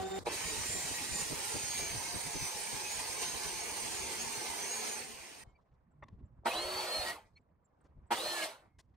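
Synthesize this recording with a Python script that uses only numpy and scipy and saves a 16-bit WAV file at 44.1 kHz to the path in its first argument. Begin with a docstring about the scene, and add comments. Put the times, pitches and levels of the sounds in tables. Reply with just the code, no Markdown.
"""Power tools in a windy yard

A planer, a table saw ripping a long board and two miter saw cuts follow abruptly. Motors are tones locked to
pitch curves that sag under load; fan air and cut wood are flickering noise bands; each saw starts with a surge
of harmonics. Wind is lumpy dull noise; knocks are noise bursts ringing board modes; squeaks and small birds
are short gliding tones. Two stereo settings, in the open and near a wall, place the sounds."""
import sys
import numpy as np
from scipy import signal
from scipy.fft import rfft, irfft, next_fast_len
from scipy.io import wavfile
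from scipy.ndimage import uniform_filter1d

SR = 44100
rng = np.random.default_rng(int(sys.argv[2]) if len(sys.argv) > 2 else 0)


def int16_out(signal):
    """Quantize to a 16-bit WAV file."""
    q = np.round(np.clip(np.atleast_2d(signal).T, -1, 1) * 32767)
    wavfile.write(sys.argv[1], SR, q.astype(np.int16))


N = 395136

OPEN, WALL = 1, 2   # stereo settings: table columns for the open yard and near the wall
WALL_FROM_S = 5.44   # the table saw's sound ends; wind, gusts and hums switch to the wall setting here


def from_db(db):
    """Amplitude of a level in dB."""
    return 10 ** (np.asarray(db) / 20)


def rms_one(x):
    """Scales to an rms of 1."""
    return x / np.sqrt(np.mean(x ** 2) + 1e-20)


def in_time(rows):
    """First sample of a table's span and its columns, sample by sample."""
    s, *columns = np.transpose(rows)
    start = round(s[0] * SR)
    t = np.arange(start, min(round(s[-1] * SR), N)) / SR
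    return start, [np.interp(t, s, c) for c in columns]


def add(out, start, x, fade_s=0.0002):
    """Mixes x in at a sample, with short fades at both ends."""
    n = np.arange(x.shape[-1])
    fade = np.clip(np.minimum(n, n[::-1]) / (fade_s * SR), 0, 1)
    out[:, start:start + len(n)] += (x * fade)[..., :N - start]


def at_hz(points, hz, axis=1):
    """A table column interpolated over log frequency."""
    points = np.array(points)
    return np.interp(np.log(hz), np.log(points[:, 0]), points[:, axis])


def drift(size, rate_hz):
    """Slow chance: random points smoothed by a one-pole low-pass at rate_hz, rms about 1."""
    points_per_s = 100
    points = rng.standard_normal(int(size / SR * points_per_s) + 300)
    r = np.exp(-2 * np.pi * rate_hz / points_per_s)
    slow = rms_one(signal.lfilter([1], [1, -r], points))[250:]
    return np.interp(np.arange(size) / SR * points_per_s, np.arange(len(slow)), slow)


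def bumps(start, size, rows, width_s):
    """A bell-shaped bump at each row's time, as high as its value."""
    step = 32
    t = (start + np.arange(0, size + step, step)) / SR
    coarse = sum(height * np.exp(-.5 * ((t - s) / width_s) ** 2) for s, height in rows)
    return np.interp(np.arange(size) / step, np.arange(len(t)), coarse)


TREBLE_HZ, TREBLE_LAG_S = 10000, .000545   # above: one sound on both sides, left late and inverted


def ports(hz, place):
    """Left and right microphone response: level and phase differences split between the sides."""
    # the two microphones: f/Hz, left minus right/dB in the open, near the wall, left lead/rad
    port_rows = [(30, 2, 0, -.5), (70, 2.5, 0, -.3), (345, .5, -1.5, -.2), (700, 0, -1, -.3),
                 (1000, -1, -.5, -.35), (1380, -3, 0, -1.5), (1900, -3, -2.5, -.65), (2400, -1, 1, -.1),
                 (3100, -1, -.5, .6), (3800, -2, -1.5, 1.1), (4500, -2, -1, .8), (6000, 0, -1, .7),
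                 (7400, -1, -2.5, 1.1), (8500, -14, -5, .8), (9600, -6, -2, 1.5), (10500, 0, 0, 0)]
    treble_lead = np.pi - 2 * np.pi * hz * TREBLE_LAG_S
    lead = np.where(hz < TREBLE_HZ, at_hz(port_rows, hz, axis=3), treble_lead)
    left = from_db(at_hz(port_rows, hz, axis=place) / 2) * np.exp(.5j * lead)
    return np.array([left, 1 / left])


def air(size, spectrum, patchy_db, place, hiss_db=None, split_hz=3000):
    """Turbulence: stereo noise in flickering half-octave bands, rms 1 below the split, hiss_db above if given."""
    # likeness of left and right: f/Hz, share in the open, share near the wall
    likeness = [(100, .03, .95), (345, .5, .92), (520, .45, .88), (700, .15, .83), (860, .12, .68),
                (1380, .45, .6), (1900, .6, .68), (2400, .6, .68), (3100, .05, .62), (4000, .28, .66),
                (5200, .05, .22), (6500, .12, .35), (8400, .22, .5), (9500, .12, .6)]
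    pad = next_fast_len(size)
    hz = np.maximum(np.arange(pad // 2 + 1) * SR / pad, 1)
    shared, own = rfft(rng.standard_normal((2, pad)))
    alike = np.where(hz < TREBLE_HZ, np.clip(at_hz(likeness, hz, axis=place), 0, 1), 1)
    pair = np.sqrt(1 + alike) * shared + np.sqrt(1 - alike) * own * [[1], [-1]]
    pair = pair * ports(hz, place) * from_db(at_hz(spectrum, hz))
    low, high, together = 0, 0, drift(size, 6.7)
    for centre_hz in 23 * 2 ** np.arange(0, 10, .5):
        window = np.cos(np.pi * np.clip(np.log2(hz / centre_hz), -.5, .5)) ** 2
        flicker = from_db(patchy_db * (.5 * together + drift(size, 36)))
        band = irfft(pair * window, pad)[:, :size] * flicker
        if centre_hz < split_hz:
            low = low + band
        else:
            high = high + band
    if hiss_db is not None:
        return rms_one(low) + from_db(hiss_db) * rms_one(high)
    return (low + high) / np.std(low)


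def tone(hz, level_db, waver_db, blur_hz, apart_rad=0, place=WALL):
    """A sine on a pitch curve, pitch and level wavering; apart_rad lets its phase stray between the sides."""
    size = len(hz)
    phase = 2 * np.pi * np.cumsum(hz + blur_hz * drift(size, 30)) / SR + rng.uniform(0, 2 * np.pi)
    phase = phase + apart_rad * np.array([drift(size, 2.0), drift(size, 5.8)])
    level = from_db(level_db + waver_db * drift(size, 40))
    return np.sqrt(2) * np.real(ports(hz, place) * np.exp(1j * phase)) * level


def whistle(length_s, start_hz, end_hz, level_db, breath_hz):
    """One short glide under a smooth swell, blurred by breathy noise."""
    size = round(length_s * SR)
    shake_hz = breath_hz * rms_one(uniform_filter1d(rng.standard_normal(size), size=30))
    glide_hz = np.geomspace(start_hz, end_hz, size)
    return tone(glide_hz + shake_hz, level_db, waver_db=1.5, blur_hz=0) * np.hanning(size)


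def add_whistles(out, rows):
    """Mixes in one whistle per row."""
    for s, *how in rows:
        add(out, round(s * SR), whistle(*how))


def motor(rows, orders, flicker_db, place, apart_rad, faint=(), rough=0, breakup_db=0):
    """Slot, fan and shaft tones locked to motor speed, which the rotor's inertia smooths; load roughens them."""
    line_rise_s = 0.1   # faint lines fade by 30 dB over this
    start, (hz, *lines_db) = in_time(rows)
    size = len(hz)
    hz = uniform_filter1d(hz, size=900, mode="nearest")
    t = (start + np.arange(size)) / SR
    sag_hz = np.maximum.accumulate(hz) - hz
    hz = hz + rough * sag_hz * rms_one(uniform_filter1d(rng.standard_normal(size), size=130))
    load = sag_hz / sag_hz.max()
    lines = [*zip(orders, lines_db)]
    for k, db, from_s, to_s in faint:
        outside = np.clip(np.maximum(from_s - t, t - to_s) / line_rise_s, 0, 1)
        lines.append((k, db - 30 * outside))
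    total = 0
    for k, db in lines:
        level_db = db + flicker_db * drift(size, 6.4) + breakup_db * load * drift(size, 15)
        total = total + tone(k * hz, level_db, flicker_db, 11.0 * k, apart_rad, place)
    return start, total


def streaked(x, depth_db):
    """Random gains on short-time spectrum cells: noise in thin streaks of pitch, about a tenth of a second each."""
    cells = signal.stft(x, nperseg=1024)[2]
    field = rms_one(uniform_filter1d(rng.standard_normal(cells.shape[1:]), size=7))
    broken = signal.istft(cells * from_db(depth_db * field), nperseg=1024)[1][:, :x.shape[1]]
    return broken * np.std(x) / np.std(broken)


def cut_roar(rows, spectrum, place, patchy_db, streak_db, changes=((0, 0),), split_hz=3000):
    """Fan roar and the hiss of the cut; changes briefly raise or lower the roar."""
    change_s, wander_db = 0.016, 0.18
    start, (roar_db, hiss_db) = in_time(rows)
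    size = len(roar_db)
    roar_db = roar_db + bumps(start, size, changes, change_s) + wander_db * drift(size, 4.6)
    noise = air(size, spectrum, patchy_db, place, hiss_db, split_hz)
    return start, from_db(roar_db) * streaked(noise, streak_db)


def planer(out):
    """Knives strike at a steady rate; the motor whines above them as it regains speed."""
    # t/s, knife pitch/Hz, knife tone/dB, octave/dB, motor whine/Hz, whine/dB, roar/dB
    planer_rows = [(0.0, 379, -41, -40, 3520, -62, -45), (0.03, 379, -39, -44, 3560, -63, -46),
                   (0.066, 381, -37, -52, 3620, -57, -47), (0.096, 382, -49, -55, 3635, -62, -47),
                   (0.116, 383, -38.5, -51, 3632, -56, -46), (0.14, 384, -37.5, -45, 3638, -56, -46),
                   (0.166, 385, -36.5, -47, 3642, -53, -45), (0.19, 385, -37.5, -49, 3610, -60, -43)]
    # lines following the knife tone: multiple of knife pitch, level/dB re knife tone
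    knife_orders = [(.5, -13), (1, -1.5), (4, -23)]
    # lines following the octave: multiple of knife pitch, level/dB re octave
    upper_orders = [(2, 1), (3, -14), (5, -18)]
    # air spectrum: f/Hz, relative density/dB
    air_spectrum = [(59, -53), (100, -29), (288, -24), (388, -16), (672, -14), (763, -2), (866, -19),
                    (7350, -31), (15700, -44)]
    right_lag_s = .00075   # knife tone reaches the right side later
    start, (hz, tone_db, octave_db, whine_hz, whine_db, roar_db) = in_time(planer_rows)
    left, right = sum(tone(k * hz, tone_db + db, waver_db=1.5, blur_hz=4.0) for k, db in knife_orders)
    knives = np.array([left, np.roll(right, round(right_lag_s * SR))])
    upper = [(k * hz, octave_db + db) for k, db in upper_orders]
    upper += [(whine_hz, whine_db), (2 * whine_hz, whine_db)]
    tones = knives + sum(tone(f, db, waver_db=1.5, blur_hz=4.0) for f, db in upper)
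    roar = from_db(roar_db) * air(len(hz), air_spectrum, patchy_db=2.5, place=OPEN)
    add(out, start, tones + roar)


def wind(out):
    """Gusts buffet the ports in lumps; near the wall both ports feel much the same gust."""
    # mean strength: t/s, level/dB
    strength = [(0.0, -55.5), (0.4, -56.5), (0.7, -53), (1.4, -57.5), (2.0, -55.5), (2.45, -60), (2.6, -60),
                (3.2, -57.5), (3.5, -57), (4.25, -59.5), (4.5, -61.5), (5.4, -68.5), (5.9, -67.5),
                (6.2, -60), (7.05, -63.5), (7.3, -72), (7.75, -71.5), (8.0, -62), (8.5, -75), (8.96, -69.5)]
    # spectrum in the open: f/Hz, relative density/dB
    open_spectrum = [(20, -18), (45, -4), (70, 3), (150, -3), (300, -11.5), (600, -41), (1200, -69),
                     (2400, -120)]
    # duller spectrum by the wall: f/Hz, relative density/dB
    lee_spectrum = [(20, -16.5), (45, -5), (70, 1), (150, -8.5), (300, -17.5), (600, -37.5), (1200, -85.5),
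                    (2400, -120)]
    lumps_db = 3
    start, (level_db,) = in_time(strength)
    size, half = len(level_db), round(WALL_FROM_S * SR)
    level = from_db(level_db + lumps_db * drift(size, 12.0))
    in_open = air(half, open_spectrum, patchy_db=4.0, place=OPEN)
    by_wall = air(size - half, lee_spectrum, patchy_db=4.0, place=WALL) * from_db([[-1.2], [1.2]])
    add(out, start, level * np.hstack([in_open, by_wall]))


def yard(out):
    """Flickering noise in the gaps between the tools, rising steeply into each switch-on."""
    # one table a gap: t/s, level/dB, hiss above it/dB
    gaps = [
        [(.19, -52.5, -1), (.236, -55.5, -7), (.24, -70.5, -5), (.252, -60, -8), (.262, -38, -9)],
        [(5.44, -66.5, -14), (5.55, -76.5, -21), (5.9, -77.5, -27), (6.15, -73.5, -24), (6.44, -77, -27),
         (6.46, -33.5, -6)],
        [(7.25, -75, -6.5), (7.5, -79, -28), (7.8, -75, -24.5), (8.1, -74.5, -27.5), (8.11, -46, 4)],
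        [(8.62, -65, -29), (8.75, -86, -21), (8.96, -77, -23)],
    ]
    # spectrum: f/Hz, relative density/dB
    yard_spectrum = [(120, -14.5), (250, -2), (500, 1), (1000, -0.5), (2000, -16), (3200, -27),
                     (8000, -37.5), (11000, -45.5), (15700, -55.5)]
    for rows in gaps:
        start, (level_db, hiss_db) = in_time(rows)
        noise = air(len(level_db), yard_spectrum, patchy_db=3.0, place=OPEN, hiss_db=hiss_db)
        add(out, start, from_db(level_db) * noise)


def gust(s, level_db, top_hz, left_db, alike):
    """One buffet: a short lump of dull noise on the ports."""
    width_s = 0.013
    t = np.arange(-3 * width_s, 3 * width_s, 1 / SR)
    settle = 4000
    shared, *own = rng.standard_normal((3, len(t) + settle))
    noise = alike * shared + (1 - alike) * np.array(own)
    band = signal.butter(2, [35, top_hz], "band", fs=SR, output="sos")
    dull = signal.sosfilt(band, noise)[:, settle:]
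    lump = [rms_one(side) for side in dull * np.exp(-.5 * (t / width_s) ** 2)]
    side_db = np.array([[left_db / 2], [-left_db / 2]])
    return round((s + t[0]) * SR), from_db(level_db + side_db - 5) * lump


def gusts(out):
    """The strongest buffets, more alike on both sides near the wall."""
    # t/s, level/dB before a 5 dB cut, dull above f/Hz, left minus right/dB
    buffets = [(0.201, -51, 200, -2), (0.461, -47.5, 250, -0.5), (0.599, -45.5, 120.1, -1.5),
               (0.761, -44.5, 402, 1), (.915, -47, 450, 0), (1.119, -44.5, 120, 4.5),
               (1.151, -47, 350, 5.5), (1.218, -47.5, 250, 7), (1.326, -39, 400, -2), (1.56, -40, 424, 2),
               (1.831, -47.5, 200, -0.5), (1.94, -48, 150, 12), (2.16, -46.5, 297.5, 13),
               (2.27, -46, 250, 2.5), (2.36, -40.5, 350, -0.5), (2.42, -44.5, 150, 8.5),
               (2.75, -53.5, 250, 19), (3.47, -48, 150, -5), (4.27, -52.5, 149.7, 3), (5.48, -56, 120, 4),
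               (6.14, -50, 100, 4), (6.39, -60, 120, 4), (6.66, -53, 100, 3), (6.991, -49.5, 99.3, 0),
               (7.26, -68, 100.4, 0), (7.98, -51.5, 99.7, 2)]
    for s, *how in buffets:
        add(out, *gust(s, *how, alike=.2 if s < WALL_FROM_S else .8))


def surge(length_s, level_db, housing):
    """The standing rotor is jolted twice a mains cycle: harmonics, strongest where the housing rattles."""
    buzz_hz = 118.4
    t = np.arange(round(1.2 * length_s * SR)) / SR
    buzz = 0
    for hz in buzz_hz * np.arange(2, 36):
        buzz = buzz + tone(np.full(len(t), hz), at_hz(housing, hz), waver_db=2.0, blur_hz=7.7, apart_rad=0.29)
    swell = np.interp(t / length_s, [0, .12, .45, .85, 1.1, 1.5], [0.1, 0.38, 0.75, 0.55, 0.4, 0.05])
    return from_db(level_db) * rms_one(buzz) * swell


def surges(out):
    """Current surge at each saw's switch-on."""
    # t/s, nominal length/s, level before the swell/dB, saw
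    switch_ons = [(0.263, 0.021, -28, "table"), (6.455, 0.029, -25.5, "miter"),
                  (8.105, 0.038, -26.5, "miter")]
    # rattled table saw housing: f/Hz, relative level/dB
    table_housing = [(240, -30), (360, 5), (480, 6), (720, 2), (850, 5), (1370, -20), (1900, -14),
                     (2640, -49), (3900, -12)]
    # rattled miter saw housing: f/Hz, relative level/dB
    miter_housing = [(240, -6.5), (360, -5), (600, -8), (720, 0), (960, 6), (1140, -29), (1310, -2),
                     (1670, -10.5), (2550, -14), (4000, -26)]
    for s, length_s, level_db, saw in switch_ons:
        housing = table_housing if saw == "table" else miter_housing
        add(out, round(s * SR), surge(length_s, level_db, housing))


def table_saw(out):
    """The motor spins up, then each push of the board drags it down; fan roar and cut hiss on top."""
    # t/s, whine/Hz, whine/dB
    motor_rows = [(0.27, 4300, -56), (.3, 5300, -55), (0.33, 6000, -56), (.38, 6554, -57),
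                  (0.44, 6950, -49.5), (0.6, 7230, -49.5), (0.76, 7234, -39.5), (1.03, 7290, -53.5),
                  (1.2, 7116, -41.5), (1.4, 6940, -76.5), (1.55, 6700, -47), (1.7, 6540, -44.5),
                  (1.86, 6470, -44.5), (1.95, 6100, -54), (2.04, 5980, -54), (2.08, 6070, -53),
                  (2.15, 6040, -56), (2.3, 6380, -60), (2.37, 6220, -46.5), (2.415, 6080, -44.5),
                  (2.485, 5990, -46.5), (2.53, 6420, -53), (2.61, 7100, -59), (2.7, 6500, -53.5),
                  (2.83, 5980, -54), (2.93, 6850, -48), (3.02, 6400, -56), (3.12, 6110, -54),
                  (3.2, 6190, -53), (3.25, 6030, -45.5), (3.3, 6530, -41), (3.38, 6420, -62),
                  (3.46, 6050, -54.5), (3.55, 6000, -51.5), (3.63, 6620, -48.5), (3.71, 6260, -61.5),
                  (3.8, 6030, -54), (3.86, 6560, -52), (3.94, 7100, -50), (4.04, 6220, -50),
                  (4.15, 5660, -64), (4.21, 6530, -45), (4.245, 6820, -53), (4.34, 6080, -55),
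                  (4.43, 5910, -51), (4.54, 5630, -62), (4.63, 6080, -49), (4.69, 6380, -49.5),
                  (4.73, 6710, -41.5), (4.77, 6540, -44), (4.84, 6310, -48), (4.92, 6870, -45.5),
                  (4.96, 6240, -49), (5.0, 6020, -61)]
    # slot whine: multiple of the whine
    slot_orders = [1]
    # fan, gears and blade teeth on the same shaft: multiple of the whine, level/dB, from/s, to/s
    faint_lines = [(.263, -56, .4, 1.15), (.263, -62, 1.15, 5), (.474, -61, 1.25, 1.8), (1.265, -67, .4, 5),
                   (1.27, -54, 1.5, 1.75), (1.476, -65, .4, 5), (.205, -57, 1.44, 1.54),
                   (.361, -62, 1.0, 5), (.361, -53, 1.72, 1.9), (.722, -64, 1.2, 5), (.73, -58, 1.45, 1.66),
                   (1.084, -66, 1.2, 5), (1.44, -58.5, 1.45, 5)]
    # air and cut: t/s, roar/dB, hiss above roar/dB
    roar_rows = [(0.26, -53, -4), (0.27, -43, -3), (0.3, -42, -8), (0.33, -42, 2), (0.8, -44.5, 4.5),
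                 (1.86, -45, 4), (2.25, -46.5, 4.5), (2.8, -45.5, 4), (4.93, -44.5, 2.5), (5.11, -51, 0.5),
                 (5.44, -55.5, -1.5)]
    # air spectrum: f/Hz, relative density/dB
    air_spectrum = [(90, -50), (160, -14), (280, -10), (410, -4), (610, -9.5), (850, -4), (1350, -13),
                    (2300, -6.5), (3150, -9), (3550, -12.5), (3900, -9), (4400, -7), (5400, -8), (6450, -6),
                    (7100, -10), (7800, -13), (8200, -9), (8470, -6), (8850, -6.5), (9300, -9),
                    (10000, -14), (11000, -15), (12000, -17), (13700, -20), (15600, -25)]
    # brief changes of the roar: t/s, change/dB
    roar_changes = [(.76, -1), (1.21, 3), (1.79, 2.5), (2.45, 3), (3.0, 3), (3.23, 5.5), (3.45, 2),
                    (3.97, 0.5), (4.13, 1.5), (4.88, 1)]
    # rough: pitch shake as a share of the sag
    whine = motor(motor_rows, slot_orders, flicker_db=1.7, place=OPEN, apart_rad=.4, faint=faint_lines,
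                  rough=.03, breakup_db=1.5)
    add(out, *whine, fade_s=.02)
    roar = cut_roar(roar_rows, air_spectrum, place=OPEN, patchy_db=0.8, streak_db=4.0, changes=roar_changes)
    add(out, *roar, fade_s=0.0038)


def hum(start_s, end_s, hz, wander_hz, level_db):
    """A frame resonance that wanders in pitch and level; its phase strays less between sides by the wall."""
    flicker_db = 3.5
    size = round((end_s - start_s) * SR)
    apart_rad, place = (1.2, OPEN) if start_s < WALL_FROM_S else (.4, WALL)
    pitch_hz = hz + wander_hz * drift(size, 5)
    level_db = level_db + flicker_db * drift(size, 5)
    return round(start_s * SR), tone(pitch_hz, level_db, 3.0, 4.0, apart_rad, place)


def hums(out):
    """The saws' frames hum unsteadily while wood is cut."""
    # start/s, end/s, f/Hz, wander/Hz, level/dB
    hum_rows = [(1.3, 5.05, 850, 14, -56), (1.3, 5.0, 915, 16, -59), (1.3, 5.0, 1020, 20, -62),
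                (1.3, 5.0, 700, 10, -63), (2.2, 5.0, 2350, 40, -63), (3.0, 5.0, 4300, 60, -63),
                (3.1, 4.3, 360, 15, -62), (3.1, 5.05, 440, 25, -61), (3.9, 5.2, 237, 3, -62),
                (6.5, 7.12, 615, 12, -56), (6.52, 7.15, 1300, 8, -58), (8.14, 8.5, 620, 12, -53)]
    for row in hum_rows:
        add(out, *hum(*row), fade_s=0.044)


def smear(length_s, start_hz, end_hz, level_db, width_hz):
    """A glide spread by slow noise into a band of the given width."""
    size = round(length_s * SR)
    low_pass = signal.butter(2, width_hz / 2, fs=SR, output="sos")
    noise = signal.sosfilt(low_pass, rng.standard_normal(size + SR))[SR:]
    return whistle(length_s, start_hz, end_hz, level_db, 0) * rms_one(noise)


def run_downs(out):
    """Air bands falling as a motor runs down."""
    # t/s, length/s, start f/Hz, end f/Hz, level/dB, width/Hz
    falls = [(5.03, .34, 3900, 1500, -58, 600), (7.12, .1, 1800, 550, -53, 300),
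             (8.44, .1, 3000, 1700, -58, 700)]
    for s, *how in falls:
        add(out, round(s * SR), smear(*how))


def rings(out):
    """Faint rings of the idle blade and one low moan, as near-steady tones."""
    # t/s, length/s, start f/Hz, end f/Hz, level/dB, breathiness/Hz
    ring_rows = [(5.17, .25, 5350, 5250, -67, 40), (5.44, .12, 2180, 2180, -80, 30),
                 (5.44, .1, 3100, 3100, -88, 30), (5.91, .2, 150, 140, -63, 10),
                 (8.6, .26, 2150, 2150, -89, 30)]
    add_whistles(out, ring_rows)


def chirps(out):
    """Small birds: short high glides."""
    # t/s, length/s, start f/Hz, end f/Hz, level/dB, breathiness/Hz
    chirp_rows = [(5.49, .03, 7340, 7360, -85, 202), (5.905, .03, 7730, 7550, -89.5, 250),
                  (5.99, 0.01, 8470, 7770, -93, 100), (6.245, .035, 7520, 7400, -90, 250),
                  (7.405, 0.021, 7500, 7500, -93, 250), (7.64, 0.033, 7350, 7400, -77, 200),
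                  (7.806, 0.017, 9500, 7240, -80, 59.7), (8.06, 0.033, 7900, 7900, -84, 248)]
    add_whistles(out, chirp_rows)


def squeaks(out):
    """Short squeaks: brief breathy glides."""
    # t/s, length/s, start f/Hz, end f/Hz, level/dB, breathiness/Hz
    squeak_rows = [(5.538, 0.046, 2330, 2300, -72, 60), (5.547, .03, 4600, 4650, -84, 60),
                   (6.499, 0.039, 2510, 2630, -39, 60), (6.509, 0.085, 2480, 3920, -46, 70),
                   (7.352, 0.032, 4280, 4300, -65, 30), (7.355, 0.041, 2320, 2310, -65.5, 150),
                   (8.406, .04, 2930, 2990, -41.5, 150)]
    add_whistles(out, squeak_rows)


def knock(peak_db, contact_s, ring_db, dull_hz):
    """A ragged contact of some milliseconds cracks and sets the board's modes ringing briefly."""
    # board modes: f/Hz, relative level/dB, t60/s
    board_modes = [(1110, 3, .014), (2000, 0, .01), (2670, -12, .008), (3550, -10, .01), (6020, -18, .008)]
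    t = np.arange(round(.08 * SR)) / SR
    swell = np.interp(t / contact_s, [0, .3, .7, 1.2], [0.024, 0.96, 0.81, 0.022])
    noise = rng.standard_normal((2, len(t))) * swell
    contact = noise[0] + 0.41 * noise
    hit = contact
    for hz, db, t60_s in board_modes:
        r, w = from_db(-60 / (t60_s * SR)), 2 * np.pi * hz / SR
        ring = signal.lfilter([0, np.sin(w)], [1, -2 * r * np.cos(w), r * r], contact)
        hit = hit + from_db(db + ring_db - 12.5) * ring
    band = signal.butter(3, [300, min(dull_hz, 15000)], "band", fs=SR, output="sos")
    hit = signal.sosfilt(band, hit)
    return from_db(peak_db) * hit / np.abs(hit).max()


def knocks(out):
    """Wood handled on the saw."""
    # t/s, peak/dB, nominal contact/s, ring against crack/dB before a 12.5 dB cut, dull above f/Hz
    knock_rows = [(5.605, -77, .03, -16, 5000), (5.71, -74, 0.023, -23, 3000),
                  (5.735, -81, 0.023, -21, 6040), (6.023, -41, 0.013, 20, 2210),
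                  (6.034, -45, 0.0085, 1, 4960), (6.082, -48, 0.0081, -11, 4400),
                  (6.12, -76, 0.025, -20, 4000), (6.185, -70, 0.028, -19, 3000),
                  (6.23, -70, 0.004, -7, 3000), (6.433, -51, 0.004, -42, 890),
                  (7.363, -69, 0.026, -15, 6890), (7.796, -77, .03, -16, 3500),
                  (7.838, -74, 0.019, -22, 8000), (7.845, -59, 0.027, -27, 1470),
                  (7.849, -69, 0.026, -16, 6000), (8.784, -52, 0.028, -16.5, 7580),
                  (8.888, -83, .02, -21, 6000), (8.936, -72, 0.02, -16, 4000)]
    for s, *how in knock_rows:
        add(out, round(s * SR), knock(*how), fade_s=.0005)


def miter_cut(on_s, off_s, roar_db, fall_db_per_s, hiss_db):
    """Kick, cut that grows hissier, then a braked run-down: rows of t/s, roar/dB, hiss above roar/dB."""
    kick_db, kick_peak_s, kick_end_s = 7.5, 0.017, 0.059   # roar overshoots at switch-on
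    exit_db, exit_s = 1, 0.046   # roar swells as the blade leaves the wood
    hiss_start_db, hiss_idle_db, hiss_stopped_db = -10, -2.5, -18.5   # re loaded hiss
    stop_s = 50 / fall_db_per_s
    return [(on_s, roar_db, hiss_db + hiss_start_db),
            (on_s + kick_peak_s, roar_db + kick_db, hiss_db + hiss_start_db / 2),
            (on_s + kick_end_s, roar_db, hiss_db + hiss_idle_db),
            (off_s - exit_s, roar_db, hiss_db),
            (off_s, roar_db + exit_db, hiss_db - exit_db),
            (off_s + stop_s, roar_db - fall_db_per_s * stop_s, hiss_db + hiss_stopped_db)]


def miter_saw(out):
    """Two cuts: slot whine and shaft tone follow the motor speed under fan roar and cut hiss."""
    # one table a cut: t/s, whine/Hz, whine/dB, shaft tone/dB
    motor_tables = [
        [(6.545, 3800, -38.5, -46), (6.627, 4290, -42, -53), (6.68, 4414, -47.5, -50),
         (6.783, 4470, -41.5, -49.5), (6.86, 4390, -48.5, -50.5), (6.951, 4264, -39, -67.5),
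         (7.03, 4300, -43, -69), (7.05, 4390, -56.5, -60), (7.105, 4400, -58.5, -61), (7.15, 4470, -78.5, -80)],
        [(8.15, 2920, -60.5, -65), (8.18, 3450, -53.5, -58), (8.212, 4010, -46.5, -52.5),
         (8.28, 4240, -43, -57.5), (8.322, 4170, -42.5, -50.5), (8.41, 3990, -60.5, -57),
         (8.47, 3740, -68.5, -50)],
    ]
    # slot whine, shaft rate: multiple of the whine
    shaft_orders = [1, 1 / 12]
    # switch-on/s, switch-off/s, roar/dB, run-down/(dB/s), hiss above roar under load/dB
    cuts = [(6.454, 7.1, -41.5, 190, -0.5), (8.106, 8.441, -41.5, 148, 1)]
    # air spectrum: f/Hz, relative density/dB
    air_spectrum = [(90, -50), (160, -20), (280, -19), (400, -10), (520, -6), (615, -2.5), (730, -5),
                    (900, -6), (1200, -8), (1600, -13), (2300, -12), (3000, -10), (3600, -13), (4300, -10),
                    (5200, -17), (7400, -20), (8300, -15.5), (9200, -19.5), (10300, -18.5), (12000, -23),
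                    (13700, -26), (15600, -30)]
    for speed, cut in zip(motor_tables, cuts):
        add(out, *motor(speed, shaft_orders, flicker_db=1.2, place=WALL, apart_rad=0.52), fade_s=0.028)
        roar = cut_roar(miter_cut(*cut), air_spectrum, place=WALL, patchy_db=1.1, streak_db=4.5, split_hz=2500)
        add(out, *roar, fade_s=0.006)


def teeth(out):
    """Blade teeth sing in the wood: one wavering tone a miter cut."""
    # one table a cut: t/s, f/Hz, level/dB
    tooth_tables = [
        [(6.82, 1900, -65), (6.864, 1870, -52), (6.944, 1830, -56), (7.024, 1810, -55), (7.046, 1850, -60),
         (7.06, 1890, -47), (7.096, 1900, -39), (7.118, 1900, -44), (7.13, 1900, -56)],
        [(8.24, 1830, -58), (8.282, 1820, -51), (8.34, 1770, -47), (8.394, 1700, -42), (8.432, 1640, -45),
         (8.47, 1600, -60)],
    ]
    for rows in tooth_tables:
        start, (hz, level_db) = in_time(rows)
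        add(out, start, tone(hz, level_db, waver_db=2.0, blur_hz=4.0, apart_rad=.2), fade_s=0.011)


def scene():
    """All sources mixed in stereo."""
    out = np.zeros((2, N))
    for source in (planer, wind, yard, gusts, surges, table_saw, hums, run_downs, rings, chirps, squeaks,
                   knocks, miter_saw, teeth):
        source(out)
    return out


def record(dry):
    """The top is cut steeply."""
    cutoff_hz = 15680
    return signal.sosfilt(signal.ellip(10, .5, 70, cutoff_hz, fs=SR, output="sos"), dry)


dry = scene()
out = record(dry)
int16_out(out)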